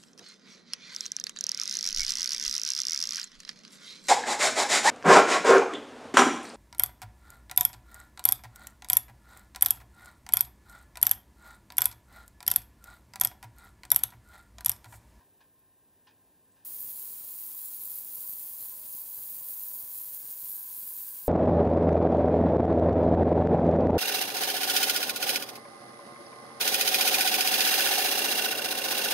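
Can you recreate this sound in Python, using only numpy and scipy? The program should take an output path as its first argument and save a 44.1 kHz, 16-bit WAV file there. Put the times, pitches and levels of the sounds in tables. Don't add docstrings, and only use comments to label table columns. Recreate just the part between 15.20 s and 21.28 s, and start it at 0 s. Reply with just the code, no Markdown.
import sys
import numpy as np
from scipy import signal
from scipy.fft import rfft, irfft
from scipy.io import wavfile
from scipy.ndimage import uniform_filter1d

SR = 44100
rng = np.random.default_rng(int(sys.argv[2]) if len(sys.argv) > 2 else 0)


def master_out(mix):
    frames = np.transpose(np.atleast_2d(mix))
    ceiling = np.clip(frames, -1, 1)
    pcm = np.round(ceiling * 32767).astype(np.int16)
    wavfile.write(sys.argv[1], SR, pcm)


N = 268128
T = np.arange(N) / SR
HZ = np.fft.rfftfreq(N, 1 / SR)
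RIPPLE_HZ, CREST_S = 99.985, 1.5059


def undb(db):
    return 10 ** (np.asarray(db) / 20)


def level(x, db):
    return x * undb(db) / np.sqrt(np.mean(x ** 2))


def shape(points):
    hz, db = np.transpose(points)
    return undb(np.interp(np.log(HZ + 1), np.log(hz), db))


def ring(modes):
    response = 0
    for k, (f, width, db) in enumerate(modes):
        damping = 1j * HZ * width
        response = response + (-1) ** k * undb(db) * damping / (f * f - HZ ** 2 + damping)
    return response


def through(x, gain):
    return irfft(rfft(x) * gain, N)


def noise():
    return rng.standard_normal(N)


def walk(rate):
    k = int(SR / rate)
    held = np.repeat(rng.standard_normal(N // k + 1), k)
    return 1.62 * uniform_filter1d(uniform_filter1d(held, k), k)[:N]


def burst(s, db, t60, rise_s):
    t = np.clip(T - s, 0, None)
    return undb(db - 60 * t / t60) * (1 - np.exp(-t / rise_s))


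# frequency in Hz, relative density in dB per Hz.
ROOM_COLOUR = [(15, -48), (25, -12), (91, -3.5), (333, -1.5), (727, -7.5), (1030, -14), (1310, -17.5),
               (1720, -17), (2020, -21), (2510, -19.5), (15700, -21.5)]
# frequency in Hz, width in Hz, relative gain in dB.
HUM_MODES = [(48.6, 6, -6.5), (96.6, 8, -0.5), (267, 30, -8)]
# frequency in Hz, width in Hz, gain in dB.
FURNITURE_MODES = [(850, 200, -3), (1046, 40, 5.5), (1587, 83, -2.5), (1840, 110, -3), (2500, 61, -7),
                   (2890, 45, -5), (3180, 88, -15.5), (3730, 120, -9), (5000, 300, -20.5)]


def room():
    plain = through(noise() * undb(.5 * walk(6)), shape(ROOM_COLOUR))
    coloured = through(noise(), ring(FURNITURE_MODES))
    hum = through(noise(), ring(HUM_MODES))
    return level(plain, -70.5) + level(coloured, -78) + level(hum, -79)


# start in seconds, centre in Hz, width in Hz,
# envelope level in dB, decay t60 in seconds.
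HAND_TICKS = [(.391, 12200, 6040, -61.5, 0.035), (.862, 10900, 7000, -71, 0.054),
              (1.315, 7900, 3000, -73, 0.19)]


def ticks():
    total = 0
    for s, hz, width, db, t60 in HAND_TICKS:
        treble = through(noise(), ring([(hz, width, 0)]) ** 2)
        total = total + burst(s, db, t60, rise_s=0.0012) * level(treble, 0)
    return total


# start in seconds, envelope level in dB, decay t60 in seconds,
# dull body relative to crack in dB.
SOFT_KNOCKS = [(0.005, -63.5, 0.2, 7), (0.204, -53.5, 0.15, -2.5), (0.868, -50.5, 0.21, -9.5),
               (1.36, -64.5, 0.42, -8)]


def knocks():
    modes = ring(FURNITURE_MODES)
    bright = HZ / (HZ + 2500) / (1 + (HZ / 5500) ** 6)
    crack = level(through(noise(), (modes + .12) * bright), -6)
    body = level(through(noise(), modes / (1 + (HZ / 1900) ** 4)), -6)
    total = 0
    for s, db, t60, body_db in SOFT_KNOCKS:
        total = total + burst(s, db, t60, rise_s=0.0038) * (crack + undb(body_db) * body)
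    return total


# time in seconds, pulse peak in dB before the high-pass.
LOUD_POPS = [(1.6488, -48), (2.6742, -50.5), (3.094, -48), (3.313, -51), (3.4271, -52), (3.6505, -49),
             (3.75, -46.5), (3.9829, -50), (4.122, -51), (4.214, -49.5), (4.3005, -50), (4.634, -48.5),
             (5.2355, -50)]


def pops(rise_s=0.00014, fall_s=0.00065):
    weak = rng.random(N) < 40 / SR
    kicks = weak * undb(-56.5 + 1.8 * noise())
    for s, db in LOUD_POPS:
        kicks[int(s * SR)] += undb(db)
    kicks *= rng.choice([-1, 1], N)
    t = np.arange(300) / SR
    pulse = np.exp(-t / fall_s) - np.exp(-t / rise_s)
    train = np.convolve(kicks, pulse / pulse.max())[:N]
    return through(train, 1j * HZ / (60 + 1j * HZ))


# multiple of the ripple rate, level at the high point in dB rms, high point in seconds.
BUZZ_LINES = [(2, -83, 2.3), (3, -78, 2.6), (4, -76.5, 1.4), (5, -82, 4.9), (6, -77.5, 4), (8, -80, 4.1),
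              (9, -75.5, 3.7), (10, -75.5, 6), (13, -80, 2.1), (16, -77.5, 5.7)]
# frequency in Hz, width in Hz, level in dB rms.
AIR_MODE = [(1042, 28, -73)]
BUZZ_SWELL_DB_PER_S = 2.5
BUZZ_WANDER_DB, BUZZ_WANDER_PER_S = 1.25, 1.13


def buzz(cycle):
    lines = 0
    for order, top_db, top_s in BUZZ_LINES:
        swell = top_db - BUZZ_SWELL_DB_PER_S * np.abs(T - top_s)
        wander = BUZZ_WANDER_DB * walk(BUZZ_WANDER_PER_S)
        flutter = 1.8 * walk(9)
        phase = 2 * np.pi * round(order) * cycle + .8 * walk(5)
        lines = lines + np.sqrt(2) * undb(swell + wander + flutter) * np.sin(phase)
    air = through(noise() * undb(1.2 * walk(25)), ring(AIR_MODE))
    return lines + level(air, AIR_MODE[0][2])


# time in seconds, frequency in Hz.
WHISTLE_PITCH = [(1.45, 12050), (5.33, 12080), (5.45, 12700), (6.08, 11950)]


def whistle(cycle, share=.3):
    turn = np.floor(cycle + .5)
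    draws = rng.standard_normal((N // 400 + 2, 4))
    timing, pitch, phase, size = draws[(turn - turn[0]).astype(int)].T
    since_crest = cycle - turn
    window = np.cos(np.pi * np.clip((since_crest - 0.014 * timing) / share, -.5, .5))
    hz = np.interp(T, *np.transpose(WHISTLE_PITCH)) + 100 * pitch
    tone = np.sin(2 * np.pi * hz * since_crest / RIPPLE_HZ + np.pi * phase)
    return level(window * tone * undb(4.2 * np.clip(size, -3, 1.6)), 0)


def collapses(cycle, spread_db, ripple_db, lag):
    strength = np.minimum(rng.exponential(size=N), 5)
    ripple = ripple_db * np.cos(2 * np.pi * (cycle - lag))
    size = undb(spread_db * strength + ripple + 0.67 * walk(60))
    return level(noise() * size, 0)


# frequency in Hz, relative density in dB per Hz.
LIQUID_COLOUR = [(400, -39), (700, -25.5), (1200, -26.5), (2100, -26.5), (4200, -22), (7000, -19),
                 (8800, -11.5), (9600, -5.5), (10600, -15), (11600, -12.5), (13800, -7.5), (14800, -4),
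                 (15700, -4)]
TANK_CENTRES = [4180, 4790, 6420, 6700, 7490, 8130, 9240, 9945, 10290, 11000, 11330, 11800, 12235, 12670,
                12840, 13290, 13550, 14300, 14630, 14900, 15150, 15515, 15700]
# width in Hz, relative gain in dB.
TANK_WIDTHS = [(187, -22.5), (99, -20), (38, -15), (152, -18), (91, -12), (61, -9.5), (46.4, -3),
               (51.4, -8), (180, -4.5), (201, -11.5), (118, -8), (155, -5.5), (60, -4), (71.4, -3.5),
               (70, -3.5), (130, 1.5), (98, -8.5), (179, -3), (122, 3), (102, -3.5), (87, 0), (75, 1),
               (78, -5)]
HISS_DB = -36.5
HISS_FOLLOWS, TANK_FOLLOWS = 0.045, 0.15
GROUP_SWELL_DB = 1.4


def fizz(cycle, strength_db):
    clicks = collapses(cycle, spread_db=3.5, ripple_db=0.05, lag=0.17)
    tail = np.exp(-np.arange(400) / SR / .0015) * rng.standard_normal(400)
    tail[0] = 5.5
    colour = shape(LIQUID_COLOUR) / np.abs(rfft(tail, N))
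    broad = through(np.convolve(clicks, tail)[:N], colour)
    tank = [(hz, *mode) for hz, mode in zip(TANK_CENTRES, TANK_WIDTHS)]
    modes = 0
    for group in range(4):
        drive = collapses(cycle, spread_db=5.0, ripple_db=3.0, lag=0.095)
        drive = drive * undb(GROUP_SWELL_DB * walk(15))
        modes = modes + through(drive, ring(tank[group::4]))
    mix = level(broad, -4.5) + level(modes, -4) * undb(TANK_FOLLOWS * strength_db)
    return mix * undb(HISS_DB + HISS_FOLLOWS * strength_db)


def decorrelate(mid, side_points):
    turns = 6 * uniform_filter1d(rng.standard_normal(len(HZ)), size=40)
    side = through(mid, shape(side_points) * np.exp(2j * np.pi * turns))
    return np.array([mid + side, mid - side])


# time in seconds, strength in dB.
CAVITATION_STRENGTH = [(1.45, -7), (1.55, 1.5), (1.85, -2.5), (2.03, -12.5), (2.4, -7.5), (2.6, -7.5),
                       (2.68, 1), (2.98, 0), (3.2, -2), (3.3, -1), (3.43, 2), (3.63, -13), (3.8, -2.5),
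                       (4.8, 3), (5.0, -8), (5.22, 2), (5.37, -1), (5.82, 1), (6.08, -5.5)]
# frequency in Hz, side relative to mid in dB.
BACKGROUND_SIDE = [(60, -8.5), (110, -14), (200, -16.5), (380, -9), (700, -12), (1290, -28.5),
                   (2380, -28.5), (4400, -36), (8120, -11), (15000, 5)]
# frequency in Hz, side relative to mid in dB.
PLAYING_SIDE = [(60, -11), (110, -18), (200, -8.5), (380, -16), (700, -57), (1290, -56), (2380, -52),
                (4400, -44), (8120, -22), (15000, -24.5)]
START_S = 1.4478
WHISTLE_DB = -46.5
SURGE_DB, SURGES_PER_S, SURGE_TOP = 3, 18, 1.


def scene():
    cycle = (T - CREST_S) * RIPPLE_HZ
    on = np.clip((T - START_S) / .0015, 0, 1)
    surge_db = SURGE_DB * np.minimum(walk(SURGES_PER_S), SURGE_TOP)
    strength_db = np.interp(T, *np.transpose(CAVITATION_STRENGTH)) + surge_db
    whistling = whistle(cycle) * undb(WHISTLE_DB + strength_db)
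    bath = fizz(cycle, strength_db) + whistling + buzz(cycle) + pops()
    background = room() + knocks() + ticks()
    return decorrelate(on * bath, PLAYING_SIDE) + decorrelate(background, BACKGROUND_SIDE)


def record(dry):
    low_pass = signal.ellip(12, .3, 75, 15720, fs=SR, output="sos")
    return signal.sosfilt(low_pass, dry)


dry = scene()
out = record(dry)
master_out(out)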